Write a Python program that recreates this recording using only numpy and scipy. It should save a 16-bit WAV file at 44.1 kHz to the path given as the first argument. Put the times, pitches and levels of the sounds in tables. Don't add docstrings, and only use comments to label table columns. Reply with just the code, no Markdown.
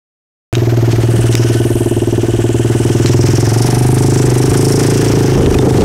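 import sys
import numpy as np
from scipy import signal
from scipy.fft import rfft, irfft, next_fast_len
from scipy.io import wavfile
from scipy.ndimage import uniform_filter1d

SR = 44100
rng = np.random.default_rng(int(sys.argv[2]) if len(sys.argv) > 2 else 0)


def makeup_ratio(level_db):
    decades = np.asarray(level_db, float) / 20
    return 10 ** decades


def put_to_file(sound):
    columns = np.atleast_2d(sound).T
    safe = np.clip(columns, -1, 1)
    whole_steps = np.round(safe * 32767)
    wavfile.write(sys.argv[1], SR, whole_steps.astype(np.int16))


N = 257588
START_S = .5278

# time in seconds, firings per second.
SPEED = [(0.52, 19.8), (0.97, 18.98), (1.09, 19.39), (1.68, 19.55), (1.98, 18.59), (2.54, 19.42),
         (2.6, 19.22), (3.11, 20.82), (3.34, 21.0), (3.62, 23.88), (4.1, 26.2), (4.28, 24.52),
         (4.61, 26.66), (4.84, 27.9), (5.19, 27.88), (5.29, 26.48), (5.64, 25.23), (5.84, 27.24)]
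# time in seconds, view of the intake 0-1, view of the cooling fins 0-1,
# hand cupped over the microphone 0-1.
SWING = [(.55, 0.1, 0.1, 0), (.9, .2, 0.38, .2), (1.2, 0.45, 0.84, 0.38), (1.4, 0.87, 0.66, 0.08),
         (1.75, .2, .8, 0.1), (2.2, 0.5, 0.62, 0.63), (2.53, 0.3, 0.73, 0.93), (2.86, 0.62, 0.76, 0.42),
         (3.05, 0.73, 0.76, 0.95), (3.36, 0.91, 0.76, 0.48), (3.62, 0.88, 0.87, 0.01), (3.92, 0.65, 0.9, 0),
         (4.18, 0.88, 0.96, 1), (4.35, 0.74, 0.85, 0.28), (4.68, 0.97, 1, 0.27), (5.0, 0.9, 0.85, 0.52),
         (5.34, 0.71, 0.64, 0.24), (5.84, 0.57, 0.73, 0.43)]


def exhaust(turns):
    # frequency in Hz, level in dB, decay by 60 dB in seconds, rise in seconds.
    boom_long = [(115.98, 9.5, 0.26, 0.00051), (219, -31.5, 0.54, 0.028), (93, -6.5, 0.2, 0.0023)]
    boom_short = [(111.6, 11.5, 0.11, 0.015), (240, 8, 0.032, 0.0009), (83, -7, 0.073, 0.012)]
    boom_loaded = [(120.3, 3, 0.18, 0.0049), (148, -9, 0.02, 0.011), (243.5, 0.5, 0.041, 0.0072),
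                   (47.7, -7.5, 0.064, 0.0042), (202, 4, 0.037, 0.0028)]
    bark_idle = [(343.9, 1, 0.057, 0.0082), (295, -6, 0.044, 0.0036), (419, -8, 0.057, 0.007),
                 (224, -7, 0.021, .001)]
    bark_loaded = [(370.5, 2, 0.067, 0.008), (299, 0.5, 0.031, 0.0005), (432.5, -5.5, 0.14, 0.011),
                   (205, 6.5, 0.015, 0.00032), (454, -3.5, 0.042, 0.0026)]
    rasp_idle = [(557, 2.5, 0.037, 0.0039), (649, 5, 0.048, 0.0047), (710, 2, 0.045, 0.0046),
                 (823, 4, 0.025, 0.0042), (864, -6, 0.029, 0.0069)]
    rasp_loaded = [(726.6, 2, 0.12, 0.0013), (848, 16.5, 0.018, 0.0009), (590, -47, 0.065, 0.0078),
                   (1060, -21, 0.038, 0.0024)]
    load, hidden, near_db, aim = throttle()

    boom_db = -8 + near_db - 14.5 * hidden
    bark_db = -10 + .2 * near_db - 9.5 * aim
    rasp_db = -34.5 + 14.5 * aim

    advance = .02 * load + .004 * np.maximum(curves(SPEED)[0] - 21, 0)
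    fired = np.floor(turns + advance + .005 * drift(1500))
    blows = (np.diff(fired, prepend=fired[0]) > 0) * makeup_ratio(.21 * rng.standard_normal(N))
    blows = signal.lfilter(np.hanning(45), 1, blows)

    lag = 48
    long_boom = ring(np.roll(blows, 2 * lag), boom_long)
    short_boom = ring(np.roll(blows, lag), boom_short)
    boom = blend(load, blend(hidden, long_boom, short_boom), ring(blows, boom_loaded))
    bark = blend(load, ring(blows, bark_idle, against=2), ring(blows, bark_loaded, against=2))
    turned = np.minimum(1.48 * load, 1)
    rasp = blend(turned, ring(blows, rasp_idle, against=3), ring(blows, rasp_loaded, against=0))
    rasp = rasp * (1 + .45 * (1 - aim) * drift(120))
    return makeup_ratio(boom_db + 6.5) * boom - makeup_ratio(bark_db + 5) * bark - makeup_ratio(rasp_db + 3.5) * rasp


def crank():
    running = np.arange(N) >= START_S * SR - 3 * SR // 10
    turns = np.cumsum(curves(SPEED)[0] * running) / SR
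    first_turn = .197
    return turns - turns[round(START_S * SR)] + first_turn - 1


def throttle():
    # time in seconds, load 0-1, pipe mouth hidden by the rider 0-1, nearness of the pipe in dB,
    # microphone aimed at the pipe 0-1.
    riding = [(.5, 0.14, 0.17, -4, 0.65), (.9, 0.25, 0.26, -1, 0.77), (1.4, 0.17, 0.24, -1.5, 0.64),
              (1.87, 0.15, 0.97, 3.5, 0.67), (2.3, 0.17, 0.76, 1, 0.63), (2.8, 0.32, 0.47, 2, 0.59),
              (3.19, .29, 0.23, 4.5, 0.44), (3.52, .4, 0.17, -0.5, 0.84), (3.85, .48, 0.15, 2, 0.82),
              (4.2, 0.47, 0.18, 1, 0.36), (4.8, 0.69, 0.13, -2.5, 0.24), (5.2, 0.79, 0.24, -2, 0.16),
              (5.5, 0.59, 0.54, 2.5, 0.36), (5.84, 0.79, 0.3, -3, 0.47)]
    load, hidden, near_db, aim = curves(riding)
    return np.clip(load, 0, 1), np.clip(hidden, 0, 1), near_db, aim


def intake_hiss(turns):
    # frequency in Hz, bandwidth in Hz, level in dB.
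    intake_modes = [(5440, 1630, 2.5), (6940, 3000, -7.5)]
    upper_modes = [(8780, 2670, 17), (10900, 1800, 7)]
    intake, fins, cup = curves(SWING)
    hidden = throttle()[1]
    intake_db, upper_db = -51 + 35 * intake, -61 + 38.5 * fins
    intake_shift_hz = 694 - 800 * intake + 101.7 * cup
    upper_shift_hz = 300 - 1700 * cup
    lower = makeup_ratio(intake_db - 4.6) * shifted(resonant_noise(intake_modes), intake_shift_hz)
    upper = makeup_ratio(upper_db - .87) * shifted(resonant_noise(upper_modes), upper_shift_hz)
    hiss = signal.lfilter(*signal.butter(4, 4700, "high", fs=SR), lower + upper)

    depth = np.minimum(.22 * (curves(SPEED)[0] - 18), .75) * (1 - 1.93 * hidden)
    depth = np.clip(depth, 0, 1)
    phase = turns % 1
    valve = .29 * np.exp(-((phase - .65) / .34) ** 6) + 1.95 * np.exp(-((phase - .48) / .15) ** 4)
    return (1 - depth + depth * valve) * hiss


def valve_clatter():
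    # frequency in Hz, bandwidth in Hz, level in dB.
    case_modes = [(1503, 68, 2), (1767, 130, 0.5), (2900, 740, 7.5)]
    # time in seconds, level in dB, half length in seconds.
    clatter = [(.55, -32, 0.073), (.88, -45, 0.085), (1.43, -27.5, 0.37), (1.95, -32, 0.26),
               (2.45, -29, 0.35), (2.98, -29.5, 0.25), (3.36, -33, 0.062), (3.75, -33, 0.084),
               (4.25, -34, 0.053), (4.51, -40, .1), (5.01, -30, 0.14), (5.4, -28, 0.15), (5.67, -41, 0.08)]
    return makeup_ratio(-3.5) * spells(clatter) * resonant_noise(case_modes)


def engine_wash():
    # frequency in Hz, level in dB.
    wash_spectrum = [(40, -22.5), (150, 5.5), (600, -7), (1000, -11), (1500, -9.5), (2200, -13),
                     (3800, -18.5), (6500, -18.5), (10200, -35.5), (12000, -23), (13500, -33.5),
                     (15500, -35)]
    load, hidden, _, _ = throttle()
    wash_db = -29 + 2 * curves(SWING)[0] - 8.5 * hidden + 8 * load
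    return makeup_ratio(wash_db + 3 + 2 * drift(400)) * coloured(gritty(900, 3, .3), wash_spectrum)


def knocks():
    # start in seconds, peak in dB, ring in Hz, ring length in seconds.
    hits = [(0.536, -4, 3900, 0.0012), (0.5526, -0.5, 3740, 0.0036), (0.582, -9.5, 3940, 0.0017),
            (1.327, -5.5, 6600, 0.0009), (1.353, 14.5, 4140, 0.001), (2.49, -18, 4160, .002),
            (3.06, 4.5, 4120, 0.0045), (3.287, -22, 5230, 0.0024), (3.65, -24, 2980, 0.0027),
            (5.461, -6, 2810, 0.0039), (5.526, -12, 2860, 0.0025), (5.543, -4, 2480, 0.0057),
            (5.587, -4, 3580, 0.0081), (5.809, -2, 2900, 0.0011)]
    # time in seconds, level in dB, length in seconds.
    scrapes = [
        (0.924, -26.5, 0.04),
        (1.036, -28.5, 0.019),
        (1.337, -23.5, 0.0092),
        (1.548, -27.5, 0.044),
        (3.086, -27, 0.1),
        (5.708, -22, 0.0046),
        (5.777, -20.5, 0.013),
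        (5.818, -25, 0.022),
    ]
    out, t = np.zeros(N), np.arange(3000) / SR
    grains = rng.standard_normal((len(hits) + len(scrapes), len(t)))
    grains = signal.lfilter(*signal.butter(2, [1400, 6500], "band", fs=SR), grains)
    for (s, db, hz, length), grain in zip(hits, grains):
        partials = ((.6, 1), (1.2, .7), (1.9, .3))
        tick = sum(share * np.sin(2 * np.pi * ratio * hz * t) for ratio, share in partials)
        tick = .45 * tick + 2.2 * grain + .25 * np.diff(grain, 2, prepend=[0, 0])
        onset = np.sin(np.minimum(t / .0003, np.pi / 2)) ** 2
        tick = tick * np.exp(-t / .0006) * onset
        tail = .2 * np.sin(2 * np.pi * hz * t) * np.exp(-t / length)
        add(out, s, makeup_ratio(db) * (tick + tail))
    middle = 1500 / SR
    for (s, db, length), grain in zip(scrapes, grains[len(hits):]):
        swell = np.exp(-((t - middle) / (length / 2)) ** 2)
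        add(out, s - middle, makeup_ratio(db) * 2 * grain * swell)
    return out


def wind():
    # frequency in Hz, level in dB.
    thump_spectrum = [(20, -28), (55, -1.5), (100, -3), (200, -13.5), (600, -54), (3000, -75), (12000, -86)]
    flutter_spectrum = [(60, -87), (150, -5), (300, -9.5), (450, -3), (700, -22), (1200, -27), (3000, -66),
                        (12000, -85)]
    # time in seconds, thump in dB, half length in seconds, flutter in dB.
    gusts = [(1.1, -25, 0.26, -38), (2.1, -29, 0.75, -64), (4.3, -23, 0.051, -18), (4.5, -14, 0.044, -30),
             (4.75, -29, 0.13, -35), (5.13, -18, 0.061, -28), (5.39, -10.5, 0.053, -9),
             (5.47, -22, 0.02, -8.5), (5.54, -5, 0.051, -18), (5.66, -16, 0.029, -5.5),
             (5.84, -9, 0.099, -10.5)]
    thumps = makeup_ratio(-33) + spells(gusts)
    flutters = makeup_ratio(-36) + spells(gusts, column=3)
    thump = thumps * makeup_ratio(2.4 * drift(900)) * coloured(rng.standard_normal(N), thump_spectrum)
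    flutter = flutters * makeup_ratio(3 * drift(400)) * coloured(rng.standard_normal(N), flutter_spectrum)
    return thump + flutter


def ring(blows, modes, against=None):
    t, response = np.arange(SR // 2) / SR, 0
    for k, (hz, db, t60, rise) in enumerate(modes):
        swing = -makeup_ratio(db) if k == against else makeup_ratio(db)
        envelope = makeup_ratio(-60 * t / t60) * (1 - np.exp(-t / max(rise, 1e-4)))
        response = response + swing * envelope * np.sin(2 * np.pi * hz * t)
    return evened(signal.oaconvolve(blows, response)[:N])


def resonate(x, hz, width):
    r = np.exp(-np.pi * width / SR)
    return signal.lfilter([1 - r], [1, -r * np.exp(2j * np.pi * hz / SR)], x).real


def resonant_noise(modes):
    total = 0
    for hz, width, db in modes:
        once = resonate(gritty(1500, 3, .5), hz, width)
        total = total + makeup_ratio(db + 2.5 * drift(200)) * evened(resonate(once, hz, width))
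    return evened(total)


def gritty(per_s, spread_db, share):
    sizes = rng.standard_normal(N) * makeup_ratio(spread_db * np.minimum(rng.exponential(1, N), 4))
    clicks = sizes * (rng.random(N) < per_s / SR)
    return rng.standard_normal(N) + share * evened(clicks)


def coloured(x, spectrum):
    f, db = np.transpose(spectrum)
    hz = np.fft.rfftfreq(N, 1 / SR)
    gain_db = np.interp(np.log(hz + 1), np.log(f + 1), db)
    return evened(irfft(rfft(x) * makeup_ratio(gain_db), N))


def shifted(x, hz):
    analytic = signal.hilbert(x, next_fast_len(N))[:N]
    return (analytic * np.exp(2j * np.pi * np.cumsum(hz) / SR)).real


def drift(samples):
    slow = uniform_filter1d(rng.standard_normal(N), int(samples))
    return evened(uniform_filter1d(slow, int(samples)))


def spells(rows, column=1):
    t = np.arange(0, N / SR + .01, .002)
    power = sum(makeup_ratio(2 * row[column]) * np.exp(-2 * ((t - row[0]) / row[2]) ** 2) for row in rows)
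    return np.interp(np.arange(N) / SR, t, np.sqrt(power))


def curves(table):
    s, *columns = np.transpose(table)
    return [np.interp(np.arange(N) / SR, s, c) for c in columns]


def blend(share, a, b):
    return (1 - share) * a + share * b


def evened(x):
    return x / np.sqrt(np.mean(x ** 2) + 1e-20)


def add(mix, s, sound):
    part = mix[round(s * SR):][:len(sound)]
    part += sound[:len(part)]


def scene():
    turns = crank()
    mix = exhaust(turns) + intake_hiss(turns) + valve_clatter() + engine_wash() + knocks() + wind()
    return signal.lfilter(*signal.butter(1, 25, "high", fs=SR), mix)[None]


def roll_off(x):
    return signal.sosfilt(signal.butter(12, 16870, fs=SR, output="sos"), x)


def record(dry):
    # time in seconds, level in dB.
    crest_tones = [
        (.5, -13),
        (1.3, -28),
        (1.7, -10),
        (3.1, -27.5),
        (5.84, -65),
    ]
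    peak_db = 20 * np.log10(abs(dry[0]) + 1e-6)
    fall = np.arange(N) * 1100.0 / SR
    held_peak_db = np.maximum.accumulate(peak_db + fall) - fall
    over_db = np.maximum(held_peak_db + 7.5, 0)
    limited = dry[0] / makeup_ratio(.52 * uniform_filter1d(over_db, size=61))
    held = .93 * np.tanh(1.217 * limited)

    crest = np.maximum(abs(uniform_filter1d(held, size=21)) - .45, 0)
    t = np.arange(N) / SR
    tones = np.sin(2 * np.pi * 6050 * t) + .9 * np.sin(2 * np.pi * 12000 * t)
    buzz = makeup_ratio(curves(crest_tones)[0]) * crest * tones
    x = held - held.mean() + buzz - .0075
    x = signal.oaconvolve(x, signal.firwin(511, 15800, fs=SR), "same")
    mix = (x * (t >= START_S))[None]
    return roll_off(mix)


dry = scene()
out = record(dry)
put_to_file(out)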